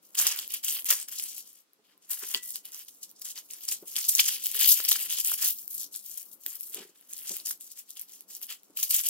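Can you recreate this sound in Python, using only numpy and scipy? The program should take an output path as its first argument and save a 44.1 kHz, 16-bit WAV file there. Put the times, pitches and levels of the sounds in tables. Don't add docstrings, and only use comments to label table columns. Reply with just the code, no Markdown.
import sys
import numpy as np
from scipy import signal
from scipy.fft import rfft, irfft, next_fast_len
from scipy.io import wavfile
from scipy.ndimage import uniform_filter1d, minimum_filter1d, map_coordinates

SR = 44100
rng = np.random.default_rng(int(sys.argv[2]) if len(sys.argv) > 2 else 0)


def unload_audio(sound):
    columns = np.transpose(np.atleast_2d(sound))
    steps = np.round(np.clip(columns, -1, 1) * 32767)
    wavfile.write(sys.argv[1], SR, steps.astype(np.int16))


def to_linear_factor(level_db):
    exponent = np.asarray(level_db, float) / 20
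    return 10 ** exponent


N = 400869

GRAIN_SAMPLES, PRE_SAMPLES = 128, 32
GRIP_DB_PER_S, SAG_DB_PER_S, LET_GO_DB_PER_S = 799, 27.5, 559.5
AIR_DB, AIR_STIR_DB_PER_DB = -74, 0.13
LOUDEST_SNAP_DB = -11.5
FINEST_HZ = 12500

# f/Hz, level/dB per Hz
AIR_SPECTRUM = [(18, -67), (30, -33), (112, -26.5), (189, -11.5), (280, -9), (2120, -25.5)]
# f/Hz, width/Hz, level/dB
HUMS = [(199, 9.9, 1.5), (292, 13, 1), (422, 12, -3), (524, 7, -0.5)]
# f/Hz, level/dB per Hz
HISS_SPECTRUM = [(710, -18), (1200, -7), (1730, -9.5), (4800, -9), (16000, -17)]
# t/s, left-right/dB, deep folds (relative) level/dB
PLACE = [(0, 3.5, -21), (.25, -0.5, -3), (.6, 1.5, -19.5), (.93, 1.5, -7), (1.4, 3.5, -21), (2.15, 2.5, -2),
         (2.8, 0.5, -12), (3.7, 2, -13), (4.2, 1.2, -17), (4.7, 3.5, -19), (5.45, 1.5, -14),
         (6.3, 5.5, -11), (6.8, 1.3, -6.5), (7.5, 2.5, -11.5), (9.09, 2, -18)]
# t/s, f/Hz
FACETS = [(0, 7060), (2.15, 9050), (2.4, 6100), (3.7, 6290), (4.6, 4990), (4.8, 5140), (5.6, 6560),
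          (6.05, 12320), (6.6, 10800), (6.8, 6020), (7.2, 8980), (7.5, 6970), (9.09, 5930)]
# f/Hz, level/dB per Hz
FINE_SPECTRUM = [(2060, -29), (3500, -11), (4940, -4.5), (6610, -1), (8510, -0.5), (11000, 3), (13400, 7),
                 (16000, 4.5), (16500, -62.5)]
# f/Hz, level/dB per Hz
BROAD_SPECTRUM = [(300, -60), (600, -26), (1000, -15.5), (1600, -12), (2300, -8), (3100, 3), (4000, -5),
                  (5000, 0.5), (8000, -45.5)]
# f/Hz, phase/rad
LEFT_LEAD = [(0, 2), (2240, 0.08), (4820, 2), (8440, 2.5), (10700, 4.5), (16400, 4)]
# f/Hz, t60/s
WALLS = [(300, 0.08), (2000, 0.16), (12000, 0.15)]
# t/s, hold/s, fine level/dB, broad (relative) level/dB, brightness/dB
FIRST_MOVES = [(0.033, 0.12, -63, -17, 7), (0.191, 0.01, -28, -11.5, 2), (0.189, 0.26, -37.5, -9.5, 2),
               (0.214, 0.012, -27.5, -13, 4), (0.251, 0.073, -32.5, -9, 1.0), (0.504, 0.072, -41, -10, 7.5),
               (0.654, 0.14, -33.5, -12, 8), (0.898, 0.022, -23, -13.5, 6), (0.948, 0.079, -40, -15, -5),
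               (1.119, 0.29, -39.5, -14.5, 2), (1.435, 0.17, -57.5, -14, 1), (1.848, 0.089, -73, -4, 2)]
RIBBON_MOVES = [(2.027, 0.04, -63.5, -13.5, -6), (2.112, 0.033, -35.5, -19.5, 4), (2.225, 0.052, -48, 3, 4),
                (2.173, 0.17, -41, -19, 4.5), (2.298, 0.076, -39.5, -14.5, 0), (2.438, 0.079, -41, -24, 9),
                (2.547, 0.023, -44.5, -15, -5), (2.657, 0.031, -51.5, -11, 6),
                (2.733, 0.089, -46.5, -14, 7), (2.862, 0.173, -58, -23, 3), (3.036, 0.0058, -48.5, -16, -1),
                (3.09, 0.022, -59, -23, 7), (3.165, 0.08, -61, -25, -7), (3.254, 0.054, -40.5, -15.5, 0.5),
                (3.368, 0.02, -41.5, -11, 3), (3.441, 0.02, -56.5, -37, 7), (3.501, 0.086, -48, -16, 6),
                (3.614, 0.04, -46.5, -12, 6), (3.694, 0.045, -35.5, -15, -2.5), (3.78, 0.05, -57.5, -16, 8)]
SLEEVE_MOVES = [(3.873, 0.064, -43.5, -18, 6), (3.962, 0.1, -34.5, -13, 4.5), (4.089, 0.1, -31, -19, 8),
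                (4.195, 0.0034, -26.5, -5, -1), (4.241, 0.12, -35, -9.5, 4), (4.437, 0.086, -38, -13, 7.5),
                (4.55, 0.024, -32.5, -9.5, 7), (4.607, 0.067, -24, -10.5, 10),
                (4.685, 0.041, -19.5, -17.5, 9.5), (4.75, 0.056, -33.5, -12.5, 9.5),
                (4.835, 0.019, -35.5, -9.5, 14), (5.475, 0.033, -31, -17, 10.5),
                (4.889, 0.078, -30, -13.5, 4.5), (4.993, 0.071, -35, -12, 11),
                (5.099, 0.055, -35.5, -10, 3), (5.174, 0.029, -34, -11.5, 2), (5.252, 0.087, -28, -16.5, 9),
                (5.385, 0.03, -39, -10, 5), (5.426, 0.041, -29, -14.5, 6), (5.533, 0.11, -45, -24, 12),
                (5.706, 0.05, -39.5, -28, 9), (5.775, 0.067, -38.5, -24, 4), (5.937, 0.034, -44, -27, -0.5),
                (5.98, 0.052, -53, -32, -4), (4.38, 0.041, -44.5, -11.5, 6),
                (6.046, 0.19, -44.5, -20.5, 4.5), (6.255, 0.037, -56, -30, 6), (6.315, 0.027, -51, -34, 5),
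                (6.41, 0.038, -58, -30, 2)]
THIRD_MOVES = [(6.47, 0.095, -43, -18.5, 6.5), (6.599, 0.13, -45, -27, 7.5), (6.725, 0.11, -47.5, -8, -6),
               (6.86, 0.043, -62, -10, 1), (6.952, 0.18, -63, -11, 6), (7.102, 0.083, -50, -18.5, 4.5),
               (7.164, 0.25, -46, -15.5, 8), (7.265, 0.13, -40.5, -16, -2), (7.461, 0.057, -36.5, -19, 1),
               (7.619, 0.11, -51.5, -20, 1.5), (7.776, 0.023, -44.5, -16.5, 4), (7.885, 0.043, -54, -21, 2),
               (7.97, 0.052, -47.5, -12.5, 6), (8.093, 0.076, -51.5, -16, 5),
               (8.149, 0.074, -60.5, -18, -1), (8.303, 0.068, -47, -18, 5.5),
               (8.422, 0.038, -48.5, -12.5, 11), (8.501, 0.027, -40, -9, 5), (8.589, 0.19, -66.5, -16, 2),
               (8.789, 0.079, -37.5, -14, 7.5), (8.91, 0.09, -29, -14.5, 8.5), (9.045, 0.06, -35, -14, 6)]
# t/s, peak level/dB, low body (relative) level/dB, flurry (relative) level/dB
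FIRST_SNAPS = [(0.152, -14.5, -18, -28.5), (0.182, -13, -22, -22), (0.2678, -6, -20.5, -23),
               (0.303, -25, -10, -27), (0.389, -13.5, -11.5, -27), (0.539, -16, -20, -22),
               (0.638, -19.5, -15.5, -20.5), (0.6818, -10.5, -35, -22.5), (0.7576, -27, -17.5, -25),
               (0.8615, -18, -24.5, -17.5), (0.9038, -4.5, -15.5, -24.5), (1.085, -24.5, -22, -18.5),
               (1.197, -18.5, -14, -30), (1.2242, -17, -32.5, -29), (1.38, -18.5, -24, -36)]
RIBBON_SNAPS = [(2.0963, -24, -36, -31), (2.109, -19, -42, -19), (2.3459, -18.5, -3, -22.5),
                (2.4317, -25, -19, -22), (2.557, -15.5, -15.5, -29.5), (2.653, -26.5, -14.5, -23.5),
                (2.884, -32.5, -15, -14), (3.031, -24, -28, -25), (3.2165, -23.5, -38, -27.5),
                (3.3573, -29, -30, -31), (3.684, -21, -28, -18), (3.714, -15.5, -25, -18.5),
                (3.722, -13.5, -30, -18.5)]
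SLEEVE_SNAPS = [(3.9565, -25.5, -5, -29), (4.0889, -2.5, -32, -23.5), (4.197, -3, -13, -18),
                (4.2833, -11, -23, -17), (4.4578, -10, -19.5, -30), (4.552, -25, -23, -33),
                (4.592, -15, -23, -20), (4.803, -23, -8.5, -24), (4.8862, 2, -39, -33),
                (4.8973, -9, -30, -34), (4.917, -8, -10.5, -19), (5.1252, -13, -29, -20),
                (5.2, -11.5, -33, -29), (5.247, -8.5, -39, -32), (5.4472, -10.5, -19, -15),
                (6.1745, -26, -42, -16.5), (6.4353, -31, -23, -21.5), (6.631, -23.5, -40, -19)]
THIRD_SNAPS = [(7.129, -27.5, -36, -23), (7.2926, -21, -19, -23), (7.609, -29, -19.5, -24),
               (7.905, -26.5, -34, -23.5), (7.97, -31, -11, -28), (8.35, -23, -35, -32),
               (8.4318, -25.5, -17, -18), (8.771, -20.5, -15, -19), (8.8296, -13.5, -19, -17.5),
               (8.9104, -8, -20, -19.5), (8.9429, -7.5, -24, -24), (8.9925, -21, -11.5, -20),
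               (9.063, -16.5, -23, -14), (9.0865, -13, -32, -28),
               (6.7448, -19, -24, -30),
    (7.4694, -14, -30, -30),
    (7.9947, -21, -32, -34),
    (8.4147, -24, -22, -32),
]
# t/s, peak level/dB, f/Hz
SINGLE_TICKS = [(0.2005, -16.5, 8000), (0.3052, -20.5, 2800), (0.5215, -31, 11200), (0.6552, -23, 10400),
                (0.698, -17, 6100), (0.8455, -21, 10500), (0.9543, -24, 8300), (1.0003, -25, 9100),
                (1.1244, -28, 7200), (1.2394, -24, 10200), (1.2602, -29, 12900), (1.2665, -27, 11500),
                (1.348, -27, 10000), (2.1285, -26.5, 10500), (2.2029, -26, 11600), (2.3414, -19, 2500),
                (2.4513, -35, 9200), (2.5059, -24, 11200), (2.5229, -28, 12600), (2.5533, -32, 11100),
                (2.5663, -24, 13700), (2.7205, -30, 8500), (2.746, -25.5, 6900), (2.7932, -29, 9600),
                (2.7991, -37, 6000), (3.1139, -35.5, 13000), (3.0937, -38, 6900), (3.221, -25, 7000),
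                (3.3772, -28, 3800), (3.5049, -31, 3000), (3.51, -29, 7000), (3.5239, -32, 10800),
                (3.5359, -26, 8400), (3.609, -33, 12500), (3.639, -31, 9000), (3.6532, -25.5, 7800),
                (3.6884, -15, 6100), (3.9646, -16.5, 2900), (3.9682, -31, 7300), (4.0425, -18, 6200),
                (4.0517, -22, 7600), (4.0802, -27, 8100), (4.0927, -9.5, 7300), (4.0957, -11, 8000),
                (4.1519, -10.5, 6900), (4.1587, -14, 8600),
                (4.1829, -16, 6670), (4.262, -16, 6500), (4.3309, -31, 3000), (4.3849, -30, 12600),
              (4.4404, -23, 13300), (4.4685, -16, 14200), (4.5159, -19, 12240), (4.546, -16, 11700),
              (4.555, -14, 12900), (4.6459, -13.5, 4400), (4.851, -19, 5900), (4.8912, -3.5, 10000),
              (4.913, -13, 6200), (4.9162, -2, 11400), (4.92, -16, 10200), (4.9283, -16, 3700),
              (5.1078, -19, 3060), (5.204, -18, 11300), (5.2734, -14, 8500), (5.5138, -30, 12700),
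              (5.679, -22, 12500), (5.75, -19, 12600), (5.8325, -22.5, 11500), (5.9429, -32, 5000),
              (5.9519, -30.5, 3300), (6.0973, -25, 14000), (6.1795, -28, 12400), (6.2295, -26.5, 12400),
              (6.6094, -29, 11500), (7.1346, -22, 8900), (7.1803, -25, 10300), (7.4899, -20, 13700),
              (7.509, -22, 9700), (7.7141, -36, 9700), (7.7169, -31, 10800), (7.8936, -36, 13300),
              (7.4005, -30, 4160), (8.0195, -28, 10700), (8.208, -30.5, 13000), (8.8011, -19.5, 13600),
              (8.8116, -30, 12500), (8.8368, -17, 12700), (9.0375, -19.5, 8600)]
# t/s, peak level/dB
FINE_TICKS = [(0.3623, -17), (0.4782, -28), (0.8227, -29), (1.1567, -25), (1.5308, -39), (1.7336, -47),
              (1.9782, -49), (2.849, -34), (3.1973, -35), (3.8277, -47), (4.0197, -23), (4.1145, -20),
              (4.3678, -25), (5.391, -24), (5.9619, -26), (6.0778, -33), (6.713, -34), (6.7338, -29),
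              (7.0116, -41), (7.3678, -17), (7.576, -39), (7.7224, -34), (7.9349, -41), (7.9549, -37),
              (8.0144, -27), (8.0952, -38), (8.3676, -25), (8.468, -29), (8.6333, -44), (9.0036, -20),
              (9.0125, -19)]
# t/s, peak level/dB, f/Hz
CARD_FLICK = [
    (6.4636, -15, 13200),
    (6.4638, -26.5, 4220),
    (6.464, -26, 2500),
]
# f/Hz, level/dB per Hz
TICK_SPECTRUM = [(500, -44), (2000, -17.5), (4000, -5.5), (9000, -3.5), (16000, 1.5), (16500, -60.5)]
# t/s, peak level/dB
POPS = [(0.183, -37.5), (0.2, -32), (0.266, -34), (0.68, -47), (0.906, -30), (2.118, -49), (2.339, -39),
        (3.685, -43.5), (4.197, -48), (4.265, -43), (4.55, -34), (4.586, -46), (4.61, -36), (4.722, -43),
        (4.801, -31), (4.916, -33.5), (4.958, -30), (5.318, -33.5), (5.421, -40), (5.452, -39), (5.95, -51),
        (6.462, -41.5), (7.509, -38.5), (8.512, -41), (8.789, -43), (8.912, -53)]
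# f/Hz, level/dB per Hz
POP_SPECTRUM = [(0, -39.5), (350, -9.5), (1000, -6.5), (2000, -2.5), (3500, -7), (7000, -40.5)]
# t/s, peak level/dB, f/Hz
KNOCKS = [(0.912, -50.5, 565), (1.787, -66, 422), (2.227, -52, 406), (2.346, -44, 388), (3.824, -48, 380),
          (3.964, -61, 240), (6.465, -59.5, 283), (6.695, -63, 343), (6.742, -58, 396), (6.759, -49, 399),
          (6.777, -47.5, 384), (6.798, -52, 402), (6.819, -59, 402), (6.85, -58.5, 416), (6.89, -61.5, 392),
          (7.304, -44, 378), (8.696, -56.5, 300)]
# f/Hz, level/dB per Hz
THUD_SPECTRUM = [(100, -28), (170, -7), (400, 2.5), (700, -14), (1100, -15), (2500, -34)]
# t/s, level/dB
TAPS = [
    (2.346, -46.5),
    (7.165, -76),
]
# f/Hz, level/dB, t60/s
PLATE_MODES = [(1012, -7, .16), (1803, -12, .2), (1965, 2, .36), (2676, 3, .16), (2790, 1, .11),
               (4587, -4, .1)]
# t/s, length/s, f/Hz, level/dB
RUBS = [
    (1.9, .13, 1036, -84),
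    (4.425, 0.089, 549, -67.5),
    (4.546, 0.086, 428, -59.5),
    (5.78, .19, 292, -72),
    (5.98, .18, 202, -77),
]


def unit(x):
    return x / np.sqrt(np.mean(np.mean(x, axis=0) ** 2) + 1e-20)


def peak_unit(shapes):
    return shapes / np.abs(shapes.mean(axis=1)).max(axis=1)[:, None, None]


def along(points, hz):
    f, v = np.transpose(points)
    return np.interp(np.log(hz + 1), np.log(f + 1), v)


def curves(rows):
    s, *cols = np.transpose(rows)
    return [np.interp(np.arange(N) / SR, s, c) for c in cols]


def samples(s):
    return np.round(s * SR).astype(int)


def wobble(rate_hz):
    knots = rng.standard_normal(int(N * rate_hz / SR) + 4)
    return map_coordinates(knots, [np.arange(N) * rate_hz / SR])


def filtered(x, response):
    m = next_fast_len(N + SR // 2)
    return irfft(rfft(x, m) * response(np.fft.rfftfreq(m, 1 / SR)), m)[..., :N]


def shaped_noise(channels, spectrum):
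    return unit(filtered(rng.standard_normal((channels, N)), lambda hz: to_linear_factor(along(spectrum, hz))))


def panned(pan_db):
    return to_linear_factor(np.array([pan_db / 2, -pan_db / 2]))


def room_air():
    level_db = AIR_DB + AIR_STIR_DB_PER_DB * uniform_filter1d(handling()[0] + 45, size=SR // 2)
    common, left, right = rng.standard_normal((3, N))
    ports = np.array([common + 1.4 * left, common + 1.35 * right])
    air = unit(filtered(ports, lambda hz: to_linear_factor(along(AIR_SPECTRUM, hz)) * (hz < 1500)))
    for hz, width_hz, db in HUMS:
        line = lambda f: 1j * f * width_hz / (hz * hz - f * f + 1j * f * width_hz)
        hum = unit(filtered(rng.standard_normal((1, N)), line))
        air = air + to_linear_factor(db - 17.0 + 4.5 * wobble(4)) * hum
    return to_linear_factor(level_db + 2.1 * wobble(6)) * air + to_linear_factor(-76.5) * shaped_noise(2, HISS_SPECTRUM)


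def handling():
    moves = np.transpose(FIRST_MOVES + RIBBON_MOVES + SLEEVE_MOVES + THIRD_MOVES)
    s, hold_s, db, broad_db, bright_db = moves[..., None]
    t = np.arange(0, N / SR + .002, .002)
    u = t - s
    fall_db = GRIP_DB_PER_S * np.maximum(-u, 0)
    fall_db = fall_db + SAG_DB_PER_S * np.clip(u, 0, hold_s)
    fall_db = fall_db + LET_GO_DB_PER_S * np.maximum(u - hold_s, 0)
    power = to_linear_factor(2 * (db - fall_db))
    total = power.sum(axis=0)
    mixed = lambda v: (power * v).sum(axis=0) / total
    return curves(np.transpose([t, 10 * np.log10(total), mixed(broad_db), mixed(bright_db)]))


def all_snaps():
    return np.transpose(FIRST_SNAPS + RIBBON_SNAPS + SLEEVE_SNAPS + THIRD_SNAPS)


def effort(level_db):
    s, db, _, flurry_db = all_snaps()
    kicks = np.bincount(samples(s), to_linear_factor(2 * (db + flurry_db)), N)
    t = np.arange(-SR // 20, SR // 20 + 1) / SR
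    flurry = np.exp(-np.abs((t - .0035) / .0068) ** 2.4)
    return np.sqrt(to_linear_factor(2 * (level_db - 1.5)) + np.abs(signal.fftconvolve(kicks, flurry, "same")))


def creases(facet_hz, spectrum, t60, alike, peak_db):
    t, hz = np.arange(GRAIN_SAMPLES) / SR, np.fft.rfftfreq(GRAIN_SAMPLES, 1 / SR)
    draw = rng.standard_normal((len(facet_hz), 3 * GRAIN_SAMPLES + 2))
    life_s = t60 * to_linear_factor(0.68 * draw[:, -1:])
    shape = (1 - np.exp(-t / 0.00036)) * to_linear_factor(-60 * t / life_s)
    rattle = draw[:, :-2].reshape(-1, 3, GRAIN_SAMPLES) * shape[:, None]
    pair = np.sqrt(alike) * rattle[:, :1] + np.sqrt(1 - alike) * rattle[:, 1:]
    resonance = np.exp(-(np.log((hz + 1) / facet_hz[:, None]) / 0.37) ** 2)
    colour = to_linear_factor(along(spectrum, hz) + peak_db * resonance)
    lead = np.outer(1 + 0.24 * draw[:, -2], along(LEFT_LEAD, hz)) / 2
    ports = np.exp(1j * np.stack([lead, -lead], axis=1))
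    delay = np.exp(-2j * np.pi * hz * PRE_SAMPLES / SR)
    return irfft(rfft(pair) * colour[:, None] * ports * delay)


def scattered(starts, shapes):
    at = (np.clip(starts - PRE_SAMPLES, 0, N)[:, None] + np.arange(GRAIN_SAMPLES)).ravel()
    return np.array([np.bincount(at, shapes[:, c].ravel(), N + GRAIN_SAMPLES)[:N] for c in (0, 1)])


def swarm(count, spectrum, centre_hz, t60, spread_db, clump):
    starts = np.sort(rng.integers(0, N, count))
    avalanche_db = (0.72 * clump[0] + 2.45 * clump[1])[starts]
    size_db = spread_db * rng.exponential(size=count) + avalanche_db
    pitch_db = 2.66 * wobble(18)[starts] + 2.03 * rng.standard_normal(count)
    facet_hz = (centre_hz + np.zeros(N))[starts] * to_linear_factor(pitch_db)
    shapes = creases(facet_hz, spectrum, t60, alike=0.69, peak_db=6)
    shapes /= np.linalg.norm(shapes, axis=(1, 2), keepdims=True)
    return unit(scattered(starts, shapes * to_linear_factor(size_db)[:, None, None]))


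def patchy(x, depth_db):
    z = signal.stft(x, nperseg=256)[2]
    field = uniform_filter1d(rng.standard_normal(z.shape[1:]), size=10, axis=0)
    field = uniform_filter1d(field, size=12, axis=1)
    return signal.istft(z * to_linear_factor(depth_db * field / field.std()), nperseg=256)[1][:, :N]


def crinkle():
    level_db, broad_db, bright_db = handling()
    pan_db, deep_db = curves(PLACE)
    clump = [wobble(45), wobble(160)]
    fine = swarm(20000, FINE_SPECTRUM, curves(FACETS)[0], t60=0.0033, spread_db=.9, clump=clump)
    needles = swarm(2000, FINE_SPECTRUM, 9200, t60=0.0012, spread_db=1.5, clump=clump)
    fine = patchy(fine + to_linear_factor(-12) * needles, depth_db=1.58)
    bright = filtered(fine, lambda hz: 1 / (1 + (9800 / (hz + 1)) ** 8))
    broad = swarm(9000, BROAD_SPECTRUM, 2500, t60=0.0052, spread_db=1.0, clump=[clump[0], wobble(160)])
    deep = filtered(broad, lambda hz: 1 / (1 + (hz / 2100) ** 6))
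    broad = broad + (to_linear_factor(deep_db + 14.5) - 1) * deep
    tilt_db = 0.53 * (bright_db - 7.5)
    film = to_linear_factor(tilt_db) * bright + to_linear_factor(-tilt_db) * (fine - bright)
    film = film + to_linear_factor(1.308 * broad_db + 7.0) * broad
    return panned(pan_db) * effort(level_db) * film


def walls(x):
    hz, t, z = signal.stft(rng.standard_normal((2, SR // 3)), SR, nperseg=256)
    tail = signal.istft(z * to_linear_factor(-60 * t / along(WALLS, hz)[:, None]), SR, nperseg=256)[1]
    delayed = np.pad(x, ((0, 0), (150, 0)))
    return signal.fftconvolve(delayed, tail / np.linalg.norm(tail[0]), axes=1)[:, :N]


def snaps():
    s, db, body_db, _ = all_snaps()
    facet = to_linear_factor(3 * rng.standard_normal(len(s)))
    crack = creases(9000 * facet, FINE_SPECTRUM, t60=0.0031, alike=0.72, peak_db=11.5)
    body = creases(2800 * np.sqrt(facet), BROAD_SPECTRUM, t60=.0025, alike=.85, peak_db=3)
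    shapes = peak_unit(crack) + peak_unit(body) * to_linear_factor(1.3 * body_db + 12.5)[:, None, None]
    level = to_linear_factor(np.minimum(db - 5.0, LOUDEST_SNAP_DB))[:, None, None]
    return panned(curves(PLACE)[0]) * scattered(samples(s) + 30, shapes * level)


def pops():
    s, db = np.transpose(POPS)
    pop = peak_unit(creases(1400 + 0 * s, POP_SPECTRUM, t60=.005, alike=0.78, peak_db=6.0))
    return panned(curves(PLACE)[0]) * scattered(samples(s), pop * to_linear_factor(db + 2.5)[:, None, None])


def ticks():
    finest = [(s, db, FINEST_HZ) for s, db in FINE_TICKS]
    s, db, hz = np.transpose(SINGLE_TICKS + CARD_FLICK + finest)
    click = creases(hz, TICK_SPECTRUM, t60=.0008 + 6 / hz[:, None], alike=0.84, peak_db=14)
    click = peak_unit(click) * to_linear_factor(db - 1.0)[:, None, None]
    return panned(curves(PLACE)[0]) * scattered(samples(s) - 10, click)


def knocks():
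    out, t = np.zeros(N + SR), np.arange(SR // 2) / SR
    wood = shaped_noise(1, THUD_SPECTRUM)[0]
    for s, db, hz in KNOCKS:
        start = round(s * SR)
        push = np.sin(2 * np.pi * hz * t) + 0.73 * np.resize(wood[start:], len(t))
        swell = to_linear_factor(db + 7.5 - 60 * t / 0.082) * (1 - np.exp(-t / 0.0052))
        out[start:][:len(t)] += swell * push
    for s, db in TAPS:
        ring = sum(to_linear_factor(level - 60 * t / t60) * np.sin(2 * np.pi * hz * t) for hz, level, t60 in PLATE_MODES)
        out[round(s * SR):][:len(t)] += to_linear_factor(db) * ring
    return out[:N]


def rubs():
    t, out = np.arange(N) / SR, 0
    for s, length_s, hz, db in RUBS:
        swell = np.clip(np.minimum(t - s, s + length_s - t) / 0.011, 0, 1)
        out = out + to_linear_factor(db) * swell * np.sin(2 * np.pi * hz * t)
    return out * to_linear_factor(3.4 * wobble(25))


def scene():
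    film = crinkle() + snaps() + pops() + ticks()
    table = knocks() + rubs()
    return film + table + to_linear_factor(-10.0) * walls(film + 0.45 * table) + room_air()


def band_limit(x):
    return signal.sosfilt(signal.butter(12, 16830, fs=SR, output="sos"), x)


def record(dry):
    room = minimum_filter1d(.93 / np.maximum(np.abs(dry), .93), size=64)
    held = dry * uniform_filter1d(room, size=32)
    band = lambda hz: 1j * hz / (1j * hz + 90) / (1 + (hz / 15900) ** 150)
    return band_limit(filtered(held, band))


dry = scene()
out = record(dry)
unload_audio(out)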